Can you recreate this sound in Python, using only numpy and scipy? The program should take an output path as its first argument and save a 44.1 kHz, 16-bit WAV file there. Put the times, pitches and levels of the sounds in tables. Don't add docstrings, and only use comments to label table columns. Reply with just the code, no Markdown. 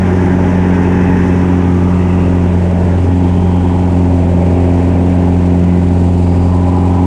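import sys
import numpy as np
from scipy import signal
from scipy.fft import rfft, irfft, next_fast_len
from scipy.io import wavfile
from scipy.ndimage import uniform_filter1d, minimum_filter1d

SR = 44100
rng = np.random.default_rng(int(sys.argv[2]) if len(sys.argv) > 2 else 0)


def log_audio(samples):
    frames = np.atleast_2d(samples).T
    limited = np.clip(frames, -1, 1)
    pcm = np.round(limited * 32767).astype(np.int16)
    wavfile.write(sys.argv[1], SR, pcm)


N = 311332
TIME = np.arange(N) / SR


def amp(db):
    return 10 ** (np.asarray(db) / 20)


def unit(x):
    return x / np.sqrt(np.mean(x ** 2) + 1e-20)


def curve(rows):
    return np.interp(TIME, *np.transpose(rows))


def colour(x, points):
    hz, db = np.transpose(points)
    size = next_fast_len(N)
    bins = np.fft.rfftfreq(size, 1 / SR)
    gain = amp(np.interp(np.log(bins + 1), np.log(hz), db))
    return unit(irfft(rfft(x, size) * gain, size)[:N])


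def band(x, hz, width_hz):
    size = next_fast_len(len(x))
    detune = (np.fft.rfftfreq(size, 1 / SR) - hz) / (width_hz / 2)
    return unit(irfft(rfft(x, size) / (1 + detune ** 4), size)[:len(x)])


def wander(rate_hz):
    frames = 4096
    span_s = 2 * N / SR
    bins = np.arange(frames // 2 + 1) / span_s
    drift = irfft(rfft(rng.standard_normal(frames)) / (1 + (bins / rate_hz) ** 2))
    return np.interp(TIME, np.linspace(0, span_s, frames), unit(drift))


# time_s, firing and blade-pass rate_hz
ENGINE_SPEED = [(0.0, 91.06), (0.5, 90.41), (0.95, 90.37), (1.73, 89.56), (1.85, 90.1), (1.93, 89.57),
                (2.8, 88.57), (3.08, 89.58), (3.66, 88.94), (3.8, 89.63), (4.04, 89.09), (4.26, 87.64),
                (5.13, 89.27), (5.39, 88.43), (5.83, 88.68), (6.44, 88.35), (6.74, 90.0), (7.06, 89.53)]


def engine_beats():
    return np.cumsum(curve(ENGINE_SPEED)) / SR


# time_s, strength_db (0 is the usual slipstream)
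SLIPSTREAM_STRENGTH = [(0.0, 8), (1.23, 8.5), (1.89, 3.5), (2.98, 0.8), (3.3, 0), (4.55, -1.1), (5.79, 0),
                       (6.11, -4), (7.06, -1.3)]


def slipstream():
    return curve(SLIPSTREAM_STRENGTH)


# time_s, level_db before the trim
SECOND_HARMONIC = [(0.0, -14), (1.21, -12.5), (2.94, -15.5), (3.08, -25.5), (3.16, -15), (4.02, -14.5),
                   (4.12, -18), (4.42, -13.5), (4.63, -17.5), (5.75, -12), (5.93, -15.5), (7.06, -16.5)]
# time_s, level_db before the trim
THIRD_HARMONIC = [(0, -30), (.18, -20), (1.71, -18), (1.81, -22.5), (2.39, -20), (2.68, -33), (3.2, -16.5),
                  (3.34, -23), (4.12, -17.5), (4.34, -22), (4.79, -16.5), (6.1, -21), (7.06, -17)]


def drone(beats, slip_db, flutter=0.047, second_trim_db=1.0, third_trim_db=1.35):
    skew_rad = 0.5
    second_db = curve(SECOND_HARMONIC)
    swell_db = second_db - second_db.mean()
    levels_db = [-11.5 - 0.21 * slip_db - 0.22 * swell_db,
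                 second_db + second_trim_db,
                 curve(THIRD_HARMONIC) + third_trim_db,
                 -26 + 0.12 * slip_db + 0.4 * swell_db]
    out = np.zeros(N)
    for k, level_db in enumerate(levels_db, 1):
        shake = flutter * k / 2
        phase = 2 * np.pi * k * beats + skew_rad * (k - 1) ** 2 + shake * wander(14)
        swing = 1 + shake * wander(5.0)
        out -= np.sqrt(2) * amp(level_db) * swing * np.cos(phase)
    return out


def cylinders(beats, orders, level_db):
    cycle = beats / 4
    unsteady, drift_hz = 0.33, 3
    out = np.zeros(N)
    for multiple, db in orders:
        phase = 2 * np.pi * (multiple * cycle + rng.random()) + unsteady * wander(drift_hz)
        swing = 1 + unsteady * wander(drift_hz)
        out += amp(db) * swing * np.cos(phase)
    return np.sqrt(2) * out * amp(level_db)


def air(beats, spectrum, level_db, beat, throb, gust_db):
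    slow_throb = np.cos(np.pi * beats) + np.cos(np.pi * beats / 2)
    chop = 1 + beat * np.cos(2 * np.pi * beats) + throb * slow_throb
    turbulence = rng.standard_normal(N) * chop * amp(gust_db * wander(25))
    return amp(level_db) * colour(turbulence, spectrum)


# multiple of the four-stroke cycle, level_db
RUMBLE_LINES = [(2, -32), (5, -38.5), (6, -48), (7, -39), (9, -35.5), (10, -31.5), (11, -35.5), (13, -35.5),
                (14, -36), (17, -37.5), (18, -31.5), (19, -37.5), (20, -37)]
# multiple of the four-stroke cycle, level_db re the trimmed roar plus clarity
ROAR_LINES = [(22, -15.5), (24, -17.5), (25, -14.5), (26, -13), (28, -16), (29, -17.5), (30, -12.5),
              (32, -21)]
# multiple of the four-stroke cycle, level_db re the trimmed rasp plus clarity
RASP_LINES = [(34, -11.5), (35, -19.5), (36, -11), (37, -13.5), (38, -12), (40, -19), (41, -28.5),
              (42, -15), (43, -20.5), (44, -20.5)]
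# time_s, level_db before the trim
ROAR_SWELL = [(0.0, -22.5), (2.05, -27), (2.82, -22), (3.08, -27), (3.62, -27), (4.26, -21.5),
              (4.71, -20.5), (5.95, -26), (6.72, -24.5), (7.06, -27.0)]
# time_s, level_db before the trim
RASP_SWELL = [(0.0, -23.5), (1.19, -23.0), (1.77, -26), (2.94, -26), (3.84, -23.6), (4.24, -26.3),
              (5.07, -25.0), (5.93, -28), (6.84, -22.5), (7.06, -23)]
# pitch_hz, relative density_db (per Hz)
BUFFET_SPECTRUM = [(15, -17.5), (30, -11), (50, -3.5), (70, -1.5), (130, 1.5), (200, 0.5), (260, 2.5),
                   (315, -4.5), (365, 1), (410, -2), (470, -10), (600, -18.5), (1000, -68.5)]
# pitch_hz, relative density_db (per Hz)
ROAR_SPECTRUM = [(300, -38), (420, -0.5), (480, 1), (600, 5.5), (690, 0), (745, -1.5), (800, -8.5),
                 (1000, -27), (2000, -61)]
# pitch_hz, relative density_db (per Hz)
RASP_SPECTRUM = [(600, -38), (740, -5.5), (810, 3), (900, 1.5), (990, 0), (1070, -5), (1200, -8),
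                 (1400, -15.5), (2500, -61)]


def engine(beats, slip_db, roar_trim_db=1.0, rasp_trim_db=-0.5):
    roar_db = curve(ROAR_SWELL) + roar_trim_db
    rasp_db = curve(RASP_SWELL) + rasp_trim_db
    clarity_db = -0.2 - 0.65 * slip_db
    smear_db = -0.4 * clarity_db
    lines = cylinders(beats, RUMBLE_LINES, 0)
    lines += cylinders(beats, ROAR_LINES, roar_db + clarity_db)
    lines += cylinders(beats, RASP_LINES, rasp_db + clarity_db)
    puffs = beats + 0.44
    beat, throb = 0.33, 0.04
    buffet = air(puffs, BUFFET_SPECTRUM, -19.5 + 0.41 * slip_db, beat=0.074, throb=0.078, gust_db=1.5)
    roar = air(puffs, ROAR_SPECTRUM, roar_db + smear_db - 6.5, beat, throb, gust_db=0.3)
    rasp = air(puffs, RASP_SPECTRUM, rasp_db + smear_db - 4.5, beat, throb, gust_db=0.5)
    return lines + buffet + roar + rasp


# pitch_hz, relative density_db (per Hz)
HOWL_SPECTRUM = [(900, -29), (1150, -10), (1290, -11), (1430, 0.5), (1700, -2), (1930, -1), (2150, -6.5),
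                 (2500, -13), (3300, -29), (6000, -54)]
# pitch_hz, relative density_db (per Hz)
RUSH_SPECTRUM = [(1500, -25), (2000, -5), (2250, 3), (2650, 1.5), (2900, -0.5), (3250, -4), (3700, -9),
                 (4300, -25), (7000, -30), (14000, -65)]
# pitch_hz, relative density_db (per Hz)
LOW_HISS_SPECTRUM = [(2000, -28), (3800, -12.5), (4700, -7), (5400, -0.5), (6300, -1.5), (7500, -9),
                     (10000, -12.5), (12000, -25.5), (15000, -43)]
# pitch_hz, relative density_db (per Hz)
HIGH_HISS_SPECTRUM = [(2500, -16), (3800, 2), (4700, 2), (5700, -8), (7200, 1), (8500, -1), (9700, -7),
                      (11000, -18.5), (12300, -33.5), (15000, -52)]


def canopy(beats, slip_db):
    out = air(beats, HOWL_SPECTRUM, -38.5 + slip_db, beat=0.13, throb=0.072, gust_db=0.6)
    out += air(beats, RUSH_SPECTRUM, -41 + 0.31 * slip_db, beat=0.078, throb=0.025, gust_db=0.65)
    out += air(beats, LOW_HISS_SPECTRUM, -51 + 0.63 * slip_db, beat=0.064, throb=0.039, gust_db=1.0)
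    out += air(beats, HIGH_HISS_SPECTRUM, -48 - 0.6 * slip_db, beat=0.14, throb=0.05, gust_db=1.1)
    return out + whistles()


# middle_s, length_s, pitch_hz, width_hz, level_db at the top of the arch
CANOPY_WHISTLES = [(0.796, 2.9, 883, 44.8, -37.5), (.8, 2.6, 1667, 112, -38), (1.0, 1.4, 2556, 200, -41.5),
                   (1.102, .76, 1790, 420, -32.5), (1.955, 1.32, 1204, 240, -33.5),
                   (2.1, 0.47, 2000, 219, -40), (2.144, .7, 2640, 450, -40), (2.88, 0.28, 1594, 600, -37),
                   (3.5, 1.1, 3160, 450, -46.5), (3.682, .45, 910, 80, -39), (4.7, 1.4, 2140, 1300, -40.5),
                   (5.7, .5, 2010, 171, -44), (6.382, 0.46, 4800, 750, -51), (6.801, 0.71, 828, 27.9, -32),
                   (6.822, 1.1, 1000, 61, -31.5)]


def whistles():
    out = np.zeros(N)
    noises = rng.standard_normal((len(CANOPY_WHISTLES), N))
    for (middle_s, length_s, hz, width_hz, db), noise in zip(CANOPY_WHISTLES, noises):
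        on = abs(TIME - middle_s) < length_s / 2
        arch = np.cos(np.pi * (TIME[on] - middle_s) / length_s)
        out[on] += amp(db) * arch * band(noise[on], hz, width_hz)
    return out


def glazing(x):
    strength, drift_hz, dull_hz = 0.09, 0.35, 2400
    delays_s = rng.uniform(0.003, 0.016, size=12)
    echo = signal.lfilter(*signal.butter(2, dull_hz, fs=SR), x)
    out = x.copy()
    for delay_s in delays_s:
        out += strength * wander(drift_hz) * np.roll(echo, round(delay_s * SR))
    return out * x.std() / out.std()


def scene():
    beats, slip_db = engine_beats(), slipstream()
    mix = drone(beats, slip_db) + engine(beats, slip_db) + glazing(canopy(beats, slip_db))
    return mix[None]


def record(dry, knee_db=-3.5, squeeze=0.48, recover_db_per_s=120, makeup_db=-0.59):
    edge_hz = 15000
    loud = dry * amp(makeup_db)
    level_db = 20 * np.log10(abs(loud[0]) + 1e-9)
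    over_db = squeeze * np.maximum(level_db - knee_db, 0)
    fall_db = TIME * recover_db_per_s
    held_db = np.maximum.accumulate(over_db + fall_db) - fall_db
    duck_db = uniform_filter1d(minimum_filter1d(-held_db, size=90), size=90)
    lowpass = signal.firwin(511, edge_hz, window=("kaiser", 9), fs=SR)
    return signal.oaconvolve(loud * amp(duck_db), lowpass[None], "same")


dry = scene()
out = record(dry)
log_audio(out)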